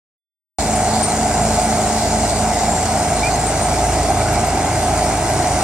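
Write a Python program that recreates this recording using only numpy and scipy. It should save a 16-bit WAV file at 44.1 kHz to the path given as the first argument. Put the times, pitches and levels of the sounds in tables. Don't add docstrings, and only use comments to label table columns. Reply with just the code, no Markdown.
import sys
import numpy as np
from scipy import signal
from scipy.fft import rfft, irfft, next_fast_len
from scipy.io import wavfile
from scipy.ndimage import uniform_filter1d, map_coordinates

SR = 44100
rng = np.random.default_rng(int(sys.argv[2]) if len(sys.argv) > 2 else 0)


def wav_out(sig):
    wavfile.write(sys.argv[1], SR, np.round(np.clip(np.atleast_2d(sig).T, -1, 1) * 32767).astype(np.int16))


N = 248283
CYLINDERS = 6


def amp(db):
    return 10 ** (np.asarray(db) / 20)


def unit(x):
    return x / np.sqrt(np.mean(x ** 2) + 1e-20)


def along(points, hz):
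    f, v = np.transpose(points)
    return np.interp(np.log(hz + 1), np.log(f + 1), v)


def ease(start_s, length_s):
    u = np.clip((np.arange(N) / SR - start_s) / length_s, 0, 1)
    return np.sin(np.pi / 2 * u) ** 2


def wobble(rate_hz):
    knots = rng.standard_normal(int(N * rate_hz / SR) + 4)
    return map_coordinates(knots, [np.arange(N) * rate_hz / SR])


def filtered(x, response):
    size = next_fast_len(N + SR // 2)
    return irfft(rfft(x, size) * response(np.fft.rfftfreq(size, 1 / SR)), size)[..., :N]


def harmonics(cycles, table, pace, waver_db, drift_cycles):
    out = np.zeros(N)
    for multiple, loaded_db, free_db in table:
        phase = 2 * np.pi * (multiple * cycles + rng.random()) + drift_cycles * 2 * np.pi * wobble(5)
        level_db = loaded_db + (free_db - loaded_db) * pace + waver_db * wobble(4.06)
        out += amp(level_db) * np.sqrt(2) * np.sin(phase)
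    return out


# f/Hz, width/Hz, gain/dB
COLOUR_PEAKS_AND_DIPS = [(1285, 12, 7.5), (1910, 44, -1.5), (2290, 18, 6.5), (4160, 85, 6.5),
                         (4450, 200, -1), (4726, 160, 5.5), (5100, 120, -1.5), (5390, 190, 2.5),
                         (6280, 83, 3.5), (6650, 130, -1.5), (6870, 140, 3.5), (7430, 180, 1.5),
                         (7750, 230, -5.5)]


def colour_db(hz):
    return sum(db / (1 + (2 * (hz - centre_hz) / width_hz) ** 2)
               for centre_hz, width_hz, db in COLOUR_PEAKS_AND_DIPS)


# f/Hz, coherence
COHERENCE = [(100, 0.98), (700, 0.99), (1200, .9), (2300, 0.83), (2800, 0.36), (3600, 0.41), (4200, 0.4),
             (5200, 0.59), (6200, 0.48), (7400, 0.48), (8600, 0.38), (10500, 0.38), (12200, 0.63)]


def turbulence(spectrum, drive, patchy_db):
    def mid_side(hz):
        angle = np.arccos(along(COHERENCE, hz)) / 2
        return amp(along(spectrum, hz) + colour_db(hz)) * np.array([np.cos(angle), np.sin(angle)])

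    bins = signal.stft(rng.standard_normal((2, N)), nperseg=512)[2]
    patches = uniform_filter1d(rng.standard_normal(bins.shape[1:]), size=4, axis=0)
    patches = unit(uniform_filter1d(patches, size=12, axis=1))
    noise = signal.istft(bins * amp(patchy_db * patches), nperseg=512)[1][:, :N]
    mid, side = filtered(drive * noise, mid_side)
    return unit(np.array([mid + side, mid - side]))


# puff level/dB, hiss level/dB
CYLINDER_LEVELS = [(-3.5, 1), (0.5, -3.5), (0, 0.5), (-1, -5), (1.5, -2.5), (-2, -1)]
PUFF_COLUMN, HISS_COLUMN = 0, 1


def bursts(firings, column, decay_periods, scatter_db, floor):
    index = firings.astype(int)
    size_db = np.asarray(CYLINDER_LEVELS)[index % CYLINDERS, column]
    size_db = size_db + scatter_db * rng.standard_normal(SR)[index]
    return floor + amp(size_db) * np.exp(-(firings % 1) / decay_periods)


# t/s, level/dB
VALVE_STROKES = [(.6, -30), (.97, -30.5), (1.56, -32.5), (2.0, -27.5), (2.29, -31), (2.59, -30),
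                 (3.27, -29.3)]
# f/Hz, level/dB
FLOW_SPECTRUM = [(2500, -25), (3600, -2.5), (4100, 0.5), (5300, -2), (6300, -3), (7500, -4), (9000, -10),
                 (13000, -24)]
JET_SPECTRUM = [(5000, -33), (6300, -12), (6900, -5.5), (7450, -0.5), (7850, -2), (8300, -2.5), (9200, -25),
                (12000, -38)]


def hydraulics(firings, pace):
    ramp_s, idle_flow_db = 0.19, -36
    jet_loaded_db, jet_free_db = -28, -32.5
    t = np.arange(N) / SR
    surges = [amp(db) * np.interp(t, [s - ramp_s, s, s + ramp_s], [0, 1, 0]) for s, db in VALVE_STROKES]
    flow_gain = np.sqrt(amp(idle_flow_db) ** 2 + np.sum(np.square(surges), axis=0))
    jet_db = jet_loaded_db + (jet_free_db - jet_loaded_db) * pace ** 2
    ripple = bursts(firings, HISS_COLUMN, decay_periods=0.42, scatter_db=5, floor=2)
    flow = flow_gain * turbulence(FLOW_SPECTRUM, ripple, patchy_db=2.5)
    jet = amp(jet_db) * turbulence(JET_SPECTRUM, ripple, patchy_db=2)
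    return flow + jet


# t/s, length/s, start f/Hz, end f/Hz, peak level/dB, left minus right/dB, rasp/Hz
JOINT_SQUEAKS = [(.752, 0.036, 9130, 9060, -30, 5, 60), (1.024, 0.047, 8900, 8970, -19.5, 5, 40),
                 (1.068, 0.059, 8900, 8820, -31, 2, 40), (1.412, 0.02, 7450, 7500, -29, 5, 100),
                 (1.787, 0.037, 7500, 7400, -32, 3, 100), (2.681, 0.18, 7450, 7660, -29, 3, 100),
                 (3.163, .018, 8740, 8900, -26, 0, 60), (3.228, 0.034, 2330, 2350, -22, -3, 30),
                 (3.251, 0.045, 2386, 2460, -22.5, -5, 30), (3.338, 0.017, 6380, 6170, -27, 0, 80),
                 (3.394, 0.016, 7470, 7480, -28.5, -5, 100), (3.463, 0.054, 8800, 8630, -27, 7, 60),
                 (3.612, 0.055, 8950, 8700, -28, 1, 90), (4.322, .03, 11300, 11400, -38, 0, 450),
                 (4.466, .02, 11700, 11900, -38, 2, 600), (4.787, .04, 11500, 11500, -44, 2, 450),
                 (5.29, .03, 11400, 11300, -41, 0, 400)]


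def squeaks(rise_share=0.21):
    out = np.zeros((2, N))
    jitter = wobble(1500)
    for start_s, length_s, start_hz, end_hz, db, pan_db, rasp_hz in JOINT_SQUEAKS:
        u = np.linspace(0, 1, int(length_s * SR))
        span = slice(round(start_s * SR), round(start_s * SR) + len(u))
        hz = start_hz + (end_hz - start_hz) * u + rasp_hz * jitter[span]
        swell = np.sin(np.pi / 2 * np.interp(u, [0, rise_share, 1], [0, 1, 0]))
        tone = np.sqrt(2) * np.sin(2 * np.pi * np.cumsum(hz) / SR)
        out[:, span] += amp([[db + pan_db / 2], [db - pan_db / 2]]) * swell * tone
    return out


# multiple of its turn, loaded level/dB, free level/dB
DRUM_HARMONICS = [(2, -30.5, -29), (3, -32, -29.5), (4, -44.5, -36), (5, -39.5, -35), (6, -42.5, -42.5),
                  (7, -40, -55), (8, -35.5, -41.5), (12, -44, -42.5), (13, -45, -41), (15, -44.5, -45)]


def cutter_drum(firings, pace, turns_per_firing=0.2547):
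    return harmonics(turns_per_firing * firings, DRUM_HARMONICS, pace, waver_db=2, drift_cycles=0.0127)


# multiple of the engine cycle, loaded level/dB, free level/dB
EXHAUST_HARMONICS = [(3, -44, -53), (6, -34, -32.5), (7, -45, -45), (8, -45.5, -39), (9, -36.5, -38),
                     (10, -45, -39.5), (14, -47, -50), (16, -37.5, -36), (18, -55, -37.5), (22, -42, -37.5),
                     (24, -38, -44), (26, -40, -45.5), (35, -37, -33), (38, -37, -33.5), (39, -30, -30),
                     (40, -30, -33), (41, -34, -40), (42, -33.5, -34.5), (48, -37, -39.5)]
# f/Hz, level/dB
ROAR_SPECTRUM = [(350, -33), (530, -16.5), (580, -7.5), (610, -1), (660, -2.5), (720, 0), (770, -0.5),
                 (820, -3.5), (890, -6), (950, -16.5), (1100, -18.5), (1600, -59)]


def exhaust(firings, pace):
    loaded_db, free_db = -27.5, -40.5
    drone = harmonics(firings / CYLINDERS, EXHAUST_HARMONICS, pace, waver_db=0.7, drift_cycles=0.0334)
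    note_db = loaded_db + (free_db - loaded_db) * ease(start_s=1.92, length_s=2)
    note = amp(note_db) * np.sqrt(2) * np.sin(2 * np.pi * 2 * firings)
    puffs = bursts(firings, PUFF_COLUMN, decay_periods=0.6, scatter_db=0.3, floor=0.46)
    roar = amp(-21.5) * turbulence(ROAR_SPECTRUM, puffs, patchy_db=0.27)
    return drone + note + roar


# f/Hz, level/dB
RUMBLE_SPECTRUM = [(20, -28), (36, -22), (48, -0.5), (90, 2.5), (170, 0), (260, 1.5), (320, -2), (410, 0),
                   (500, -6), (700, -7), (1500, -48)]
CLATTER_SPECTRUM = [(500, -34), (950, 4), (1150, -1.5), (1500, 0.5), (1680, -2.5), (1830, -9), (1900, 0.5),
                    (2420, -5), (2520, -10), (2750, -5.5), (3200, -20), (5000, -15.5), (9000, -58)]
HISS_SPECTRUM = [(1500, -25), (2800, -9.5), (3500, -7), (4200, -11), (5300, -4), (6300, -1.5), (7400, -7),
                 (8300, 3), (8800, 1.5), (9300, -4), (10500, -10), (12500, -21), (15000, -30), (15800, -29)]


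def engine(firings, pace):
    rumble = amp(-27.5 + 1.15 * pace) * turbulence(RUMBLE_SPECTRUM, drive=1, patchy_db=1)
    knocks = bursts(firings, HISS_COLUMN, decay_periods=0.23, scatter_db=5, floor=2.9)
    clatter = amp(-29 + 1.05 * pace) * turbulence(CLATTER_SPECTRUM, knocks, patchy_db=1.05)
    hiss_db = -27.6 + 0.95 * wobble(3.02)
    spits = bursts(firings, HISS_COLUMN, decay_periods=0.59, scatter_db=2.2, floor=2)
    hiss = amp(hiss_db) * turbulence(HISS_SPECTRUM, spits, patchy_db=1.6)
    return rumble + clatter + hiss


# f/Hz, left minus right/dB
BALANCE = [(60, -0.2), (200, -1.5), (380, 0), (700, -1.8), (1200, 0), (2400, -.5), (3000, 4), (3600, 4.5),
           (4100, -2.5), (5300, -4), (6300, 1), (7300, 5), (8500, 0.5), (9500, -1.5), (11500, 0.5)]
# f/Hz, left lead/rad
PHASE_LEAD = [(100, 0.04), (1700, -0.3), (2800, -0.2), (3300, -1.55), (4100, -2.5), (5200, -0.8),
              (6200, -1.3), (7000, -2), (9000, -2.5), (11000, -2), (12000, 1)]


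def off_centre(hz):
    half = np.array([[0.5], [-0.5]])
    return amp(half * along(BALANCE, hz)) * np.exp(1j * half * along(PHASE_LEAD, hz))


def scene():
    loaded_hz, free_hz = 108.92, 110.38
    pace = ease(start_s=2.25, length_s=2.3)
    firings = np.cumsum(loaded_hz + (free_hz - loaded_hz) * pace) / SR
    diesel = exhaust(firings, pace) + engine(firings, pace)
    machine = diesel + cutter_drum(firings, pace) + hydraulics(firings, pace)
    return filtered(machine, off_centre) + squeaks()


def record(dry):
    start_s, limit_hz = 0.585, 15850
    return filtered(dry * (np.arange(N) >= start_s * SR), lambda hz: hz < limit_hz)


dry = scene()
out = record(dry)
wav_out(out)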